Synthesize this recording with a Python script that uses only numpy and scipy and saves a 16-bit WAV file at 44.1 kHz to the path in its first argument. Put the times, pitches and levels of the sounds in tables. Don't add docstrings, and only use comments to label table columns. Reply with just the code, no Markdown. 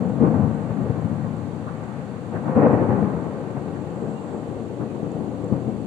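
import sys
import numpy as np
from scipy import signal
from scipy.fft import rfft, irfft
from scipy.io import wavfile
from scipy.ndimage import uniform_filter1d, minimum_filter1d

SR = 44100
rng = np.random.default_rng(int(sys.argv[2]) if len(sys.argv) > 2 else 0)


def file_out(sig):
    cols = np.atleast_2d(sig).T
    lim = np.clip(cols, -1, 1)
    pcm = np.round(lim * 32767).astype(np.int16)
    wavfile.write(sys.argv[1], SR, pcm)


N = 258426
TIME = np.arange(N) / SR
FREQ = np.fft.rfftfreq(N, 1 / SR) + 1e-3

# t/s, boom level/dB, body level/dB, crackle level/dB, sharp edge level/dB
ROLL_LEVELS = [(0, -25, -31.5, -41, -53.5), (.7, -29.5, -35.5, -42.5, -51.5), (1.2, -29, -40.5, -43.5, -53),
               (1.5, -32, -38.5, -46, -57), (1.9, -34.5, -41.5, -44.5, -51.5),
               (2.23, -34.5, -39, -47.5, -55.5), (3.201, -36, -35.5, -44, -53), (3.8, -33, -36, -45, -56),
               (4.22, -37.5, -37.5, -43, -57), (4.75, -35, -34.5, -47, -59.5),
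               (5.301, -34, -34.5, -44, -60), (5.86, -32.5, -36.5, -48, -62.5)]
# t/s, boom level/dB, brightness/dB, extra body/dB, rise/s, fade constant/s
CLAP_EVENTS = [(.045, -27, -13, 13, 0.012, 0.025), (0.19, -16.5, -2, 1.5, 0.025, 0.11),
               (.243, -27, 6.5, 4, 0.0083, 0.068), (.335, -18.5, 1, -5.5, 0.0069, 0.057),
               (.388, -16, -3.5, -8, 0.011, 0.034), (.428, -18, -6, -2, 0.0086, 0.069),
               (.7, -24, -0.5, -6, 0.01, 0.037), (0.778, -20.5, -8, 1, 0.013, 0.056),
               (.838, -31, -2, 9, 0.027, .025), (0.891, -18.5, -6, 3, 0.011, 0.011),
               (.95, -25.5, -1, 0, 0.0094, 0.042), (1.04, -19, -12, 1, 0.0072, 0.023),
               (1.11, -20.5, -16, 5, 0.0085, 0.025), (1.17, -25, -16, -8, 0.019, 0.046),
               (1.235, -25.5, -1.5, -8, 0.017, 0.067), (1.345, -28, -13, -4, 0.0093, 0.013),
               (1.82, -48, 16, 0, .015, .037), (1.975, -28, -9, -5, 0.014, 0.029),
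               (2.305, -36, 11.5, 0.5, 0.041, 0.065), (2.335, -26.5, -15, -5, 0.015, 0.051),
               (2.42, -25.5, 6, -4, 0.059, 0.44), (2.552, -27.5, 12.5, -0.5, 0.023, 0.31),
               (2.552, -32, 10.5, 6.5, 0.01, .03), (2.617, -20, 7, 1.5, 0.0085, 0.11),
               (2.645, -20, 10, 4, 0.019, 0.01), (2.726, -18, 3.5, 4.5, 0.0082, 0.029),
               (2.799, -21, 2, 4, 0.007, 0.059), (2.88, -20, 3, -2.5, 0.014, 0.19),
               (3.011, -15.5, -6, -2, 0.008, 0.032), (3.135, -24.5, -10, -7, 0.011, 0.036),
               (3.26, -29, -5, 8, 0.0078, 0.015), (3.385, -45, 4, 15, 0.0082, 0.021),
               (3.557, -25.5, 3, -13, 0.014, 0.017), (3.665, -35.5, 7, 1, 0.014, 0.028),
               (3.76, -40, -5, -1, 0.013, .06), (3.945, -36, 2, 1, 0.018, .025),
               (4.008, -28.5, -4.5, 11, 0.024, 0.031), (4.06, -30, -3.5, 4.5, 0.022, 0.086),
               (4.31, -37, 7, 5.5, 0.035, 0.047), (4.475, -34, -3, 5, 0.0074, 0.097),
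               (4.565, -39, 3, 2, 0.024, .04), (4.795, -25.5, 2, 2, 0.017, 0.03),
               (4.95, -39, 7, 2, 0.0065, 0.016), (5.018, -26, -2.5, 2.5, 0.021, 0.035),
               (5.143, -30.5, -1, 4, 0.012, 0.14), (5.42, -32.5, 0.5, 6, 0.02, 0.056),
               (5.505, -16.5, -7.5, 3, 0.018, 0.022), (5.52, -28.5, 2, 3, 0.016, 0.076),
               (5.649, -24, -8, 8.5, .025, 0.038)]
# level re boom/dB, share of brightness/1, share of extra body/1
CLAP_BANDS = [(-1, 0.04, 0), (-6.5, 0.88, 1), (-16, 1.22, 0), (-29.5, 1.41, 0.12)]
BAND_TOPS_HZ = [260.5, 579, 1387, 4000]
LULL_TIMES_S = [0.145, .745, 1.295, 1.865, 2.055, 2.21, 3.305, 4.19, 4.675, 4.75, 4.895, 5.365]
LULL_DB, LULL_WIDTH_S = -2, 0.013
# f/Hz, gain/dB
AIR_GAIN = [(25, -38), (35, -26.5), (55, -18.5), (85, -2.5), (110, 2.5), (220, 0), (290, -3.5), (380, -5.5),
            (520, -7.5), (800, -10), (1150, -19), (2000, -38), (2600, -45), (3400, -67.5)]
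# f/Hz, width/Hz, lift/dB
RECESS_MODES = [(180.6, 39, 2), (224, 30, 4), (292.3, 13, 6), (464, 27, 5), (509.5, 33, 5), (567, 13, 1.5),
                (755, 38, 1.5), (847, 100, 1.5), (1044, 28, 3), (1154, 94, 4.5), (1540, 61, 4),
                (1880, 60, 6)]
# f/Hz, left minus right/dB
PORT_BALANCE = [(60, 13.6), (240, 13.3), (340, 12.26), (405, 10.3), (460, .3), (500, -2), (600, 1.8),
                (750, 0), (1000, 1), (1130, -1), (1330, 3.45), (1700, -.5), (2200, -4.5), (3000, -3)]
# f/Hz, likeness/1
PORT_LIKENESS = [(100, 1), (200, 0.89), (310, 0.94), (500, .94), (630, .69), (730, .88), (900, 1),
                 (970, 0.32), (1400, 0.21), (2500, 0.45)]
# f/Hz, phase/rad
PORT_LEAD = [(150, 0.09), (260, 0.19), (520, 0.15), (750, 0.25), (870, -0.68), (1020, .35), (1290, 1.1),
             (1380, -.4), (1650, -2.05), (2100, -1.3), (2300, 0)]
# t/s, gain/dB
HOLLOW_GAIN = [(0, -6), (1.5, 0), (2.65, -4), (2.95, 2), (3.4, 1.5), (5.86, 2)]
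HOLLOW_HZ, HOLLOW_WIDTH_HZ = 366, 150
# t/s, level/dB, f/Hz, rise/s, fade constant/s
RING_EVENTS = [(.205, -22, 300, 0.033, 0.026), (2.558, -18.5, 263, 0.014, 0.035),
               (2.567, -20, 503, 0.017, 0.024), (2.635, -29, 765, 0.016, 0.02),
               (2.65, -15, 473, 0.012, 0.01)]
RING_WIDTH_HZ = 72
# t/s, level/dB, f/Hz, width/Hz, rise/s, fade constant/s
CRACKLE_BURSTS = [(.222, -32, 1030, 300, .028, 0.025), (.41, -40, 1000, 350, 0.018, .06),
                  (1.655, -38, 1120, 600, 0.031, 0.014), (1.69, -53, 1600, 500, 0.017, 0.037),
                  (2.345, -40, 1550, 650, 0.018, .018), (2.885, -46, 1600, 500, 0.016, .03),
                  (3.555, -53, 1570, 500, .015, .02), (3.745, -50, 1530, 500, 0.022, 0.022),
                  (4.05, -50, 1480, 500, 0.013, 0.024), (4.26, -55, 1500, 450, .02, .07),
                  (4.8, -49, 1240, 550, 0.03, 0.022), (5.525, -61, 1450, 500, .015, 0.023),
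                  (5.665, -40, 730, 250, 0.027, 0.023)]
# t/s, level/dB, f/Hz, width/Hz, rise/s, fade constant/s
CHIRP_EVENTS = [(4.145, -57, 2796, 20, .035, .03), (4.875, -59, 2480, 190, .03, .045)]
SWELL_S, SWELL_WIDTH_S, SWELL_HZ, SWELL_WIDTH_HZ = 4.22, 0.25, 7520, 970
# f/Hz, left level/dB per Hz, right level/dB per Hz
HISS_DENSITY = [(100.2, -75, -81), (1470, -88, -90), (2420, -95, -88.5), (3080, -95.5, -93.5),
                (4750, -98, -96), (4720, -109, -105), (6130, -104, -99.5), (7300, -100, -94.5),
                (8430, -100, -102), (9600, -101, -114), (10360, -107, -121), (11700, -115, -115),
                (14000, -118, -118)]
# t/s, peak level/dB, f/Hz
CLEAR_DRIPS = [(0.5452, -55, 7600), (1.8377, -57, 7350), (2.3092, -57, 7500), (3.2096, -57, 7590),
               (3.5084, -58, 7080), (3.8202, -56, 7550), (5.1173, -48, 7100), (5.442, -49, 7430),
               (5.4789, -55, 7430), (5.8137, -59, 7700)]
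# f/Hz, left level/dB, right level/dB
WHINE_TONES = [(2670, -80, -68), (2760, -86, -71), (2787, -86, -75), (3020, -68.5, -85), (3229, -86, -87.5),
               (3500, -83, -87), (3660, -85, -84), (4452, -85.5, -75)]
CEILING, LIMITER_S, TOP_HZ = .74, .006, 14200


def thunder():
    lead = np.exp(1j * shape(PORT_LEAD) * np.array([[1], [0]]))
    stream = filtered(hollowed(shock_stream()), lead)
    roll_s, *roll_db = np.transpose(ROLL_LEVELS)
    bands = np.diff([0 * FREQ] + [below(hz) for hz in BAND_TOPS_HZ], axis=0)
    _, boom_db, bright_db, body_db, _, _ = np.transpose(CLAP_EVENTS)
    clap_energy = np.array([clap(s, rise, fade) ** 2 for s, *_, rise, fade in CLAP_EVENTS])
    lull_db = LULL_DB * sum(bump(s, LULL_WIDTH_S) for s in LULL_TIMES_S)
    out = rings(stream)
    for band, level_db, (colour_db, bright_share, body_share) in zip(bands, roll_db, CLAP_BANDS):
        roll = undb(np.interp(TIME, roll_s, level_db) + lull_db)
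        clap_db = boom_db + colour_db + bright_share * bright_db + body_share * body_db
        level = np.sqrt(roll ** 2 + undb(clap_db) ** 2 @ clap_energy)
        out = out + steady(filtered(stream, band), span_s=0.034) * level
    return out


def shock_stream():
    shared, apart = (
        roofs(shock_fronts(per_s=1700, length_s=.005, spread_db=2.5), smear_s=0.12, echo_db=-4.0)
        for _ in range(2))
    likeness = np.clip(shape(PORT_LIKENESS), -1, 1)
    side = np.array([[1], [-1]])
    common = filtered(shared, np.sqrt(1 + likeness))
    stream = common + side * filtered(apart, np.sqrt(1 - likeness))
    recess_db = sum(db * resonance(hz, width_hz) for hz, width_hz, db in RECESS_MODES)
    ports = 2 / (1 + undb(-side * shape(PORT_BALANCE)))
    return filtered(stream, undb(shape(AIR_GAIN) + recess_db) * ports)


def shock_fronts(per_s, length_s, spread_db):
    chance = rng.random((N, 3))
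    start = np.flatnonzero(chance[:, 0] < per_s / SR)
    size = undb(-spread_db * np.log(np.maximum(chance[start, 1], .01)))
    length = np.maximum(length_s * SR * (.5 + chance[start, 2]), 2).astype(int)
    end = start + length

    def at(where, weight):
        return np.bincount(where, weight, 2 * N)[:N]

    fall = 2 * size / length
    jumps = at(start, size) + at(end, size)
    return jumps - np.cumsum(at(start, fall) - at(end, fall))


def roofs(x, smear_s, echo_db):
    keep = np.exp(-1 / (smear_s * SR))
    energy = signal.lfilter([1 - keep], [1, -keep], x ** 2)
    return x + undb(echo_db) * np.sqrt(energy) * rng.standard_normal(N)


def hollowed(x):
    part = filtered(x, resonance(HOLLOW_HZ, HOLLOW_WIDTH_HZ))
    return x + (undb(np.interp(TIME, *np.transpose(HOLLOW_GAIN))) - 1) * part


def clap(start_s, rise_s, fade_s):
    age_s = TIME - start_s
    return np.clip(age_s / rise_s, 0, 1) * np.exp(-np.maximum(age_s - rise_s, 0) / fade_s)


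def rings(stream):
    out = 0
    for s, db, hz, rise_s, fade_s in RING_EVENTS:
        note = steady(filtered(stream, resonance(hz, RING_WIDTH_HZ)), span_s=0.036)
        out = out + undb(db) * note * clap(s, rise_s, fade_s)
    return out


def bursts(events, span_s):
    out = 0
    for s, db, hz, width_hz, rise_s, fade_s in events:
        out = out + undb(db) * steady(rush(hz, width_hz), span_s) * clap(s, rise_s, fade_s)
    return out


def crackles(top_hz):
    return filtered(bursts(CRACKLE_BURSTS, span_s=.03), below(top_hz))


def chirps(left_db):
    return bursts(CHIRP_EVENTS, span_s=.05) * undb([[left_db], [0]])


def swell(left_db, right_db):
    noise = rush(SWELL_HZ, SWELL_WIDTH_HZ)
    return noise * bump(SWELL_S, SWELL_WIDTH_S) * undb([[left_db], [right_db]])


def hiss():
    density_db = np.array([shape(HISS_DENSITY, axis=1), shape(HISS_DENSITY, axis=2)])
    return filtered(rng.standard_normal((2, N)), undb(density_db) * np.sqrt(SR / 2))


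def drips(left_db, right_db, faint_db, count=40):
    faint = [(u * N / SR, faint_db + 5 * v, 7000 + 800 * w) for u, v, w in rng.random((count, 3))]
    out = np.zeros((2, N + SR))
    for s, db, hz in list(CLEAR_DRIPS) + faint:
        ring = drip(hz, ring_s=0.0022, width_hz=200)
        start = max(int(s * SR), 0)
        out[:, start:start + ring.shape[1]] += undb(db) * ring
    return out[:, :N] * undb([[left_db], [right_db]])


def drip(hz, ring_s, width_hz):
    t = TIME[:2048]
    freq = np.fft.rfftfreq(len(t), 1 / SR)
    spectrum = rfft(rng.standard_normal((2, len(t))))
    spray = irfft(spectrum / (1 + (2 * (freq - hz) / width_hz) ** 2))
    ring = spray * t * np.exp(-t / ring_s)
    return ring / np.abs(ring).max(axis=1, keepdims=True)


def whine(waver_hz, flicker_db):
    out = 0
    for hz, left_db, right_db in WHINE_TONES:
        drift, flicker = filtered(rng.standard_normal((2, N)), below(12))
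        phase = 2 * np.pi * np.cumsum(hz + waver_hz * drift / drift.std()) / SR
        level = undb([[left_db], [right_db]]) * undb(flicker_db * flicker / flicker.std())
        out = out + level * np.sin(phase)
    return out


def rush(hz, width_hz):
    x = filtered(rng.standard_normal((2, N)), resonance(hz, width_hz))
    return x / x.std()


def undb(db):
    return 10 ** (np.asarray(db) / 20)


def shape(points, axis=1):
    table = np.array(points)
    return np.interp(np.log(FREQ), np.log(table[:, 0]), table[:, axis])


def filtered(x, gain):
    return irfft(rfft(x) * gain, N)


def below(hz):
    return 1 / (1 + (FREQ / hz) ** 8)


def resonance(hz, width_hz):
    return 1 / (1 + (2 * (FREQ - hz) / width_hz) ** 2)


def bump(middle_s, width_s):
    return np.exp(-.5 * ((TIME - middle_s) / width_s) ** 2)


def steady(x, span_s):
    size = int(span_s * SR)
    power = uniform_filter1d(uniform_filter1d(x.mean(axis=0) ** 2, size), size)
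    return x / np.sqrt(power + 1e-18)


def limited(x):
    size = int(LIMITER_S * SR)
    gain = CEILING / np.maximum(np.abs(x).max(axis=0), CEILING)
    held = minimum_filter1d(gain, 2 * size)
    return x * uniform_filter1d(uniform_filter1d(held, size), size)


def scene():
    storm = thunder() + crackles(top_hz=2200)
    night = chirps(left_db=-8) + swell(left_db=-80, right_db=-61.0) + hiss()
    night = night + drips(left_db=-12, right_db=4.5, faint_db=-64.0)
    return storm + night + whine(waver_hz=3, flicker_db=2.5)


def record(dry):
    opening = np.sin(np.pi / 2 * np.minimum(TIME / .004, 1)) ** 2
    bass_cut = signal.butter(6, 50, "high", fs=SR, output="sos")
    top_cut = signal.ellip(10, .1, 80, TOP_HZ, fs=SR, output="sos")
    thinned = signal.sosfilt(bass_cut, dry * opening)
    return signal.sosfilt(top_cut, limited(thinned))


dry = scene()
out = record(dry)
file_out(out)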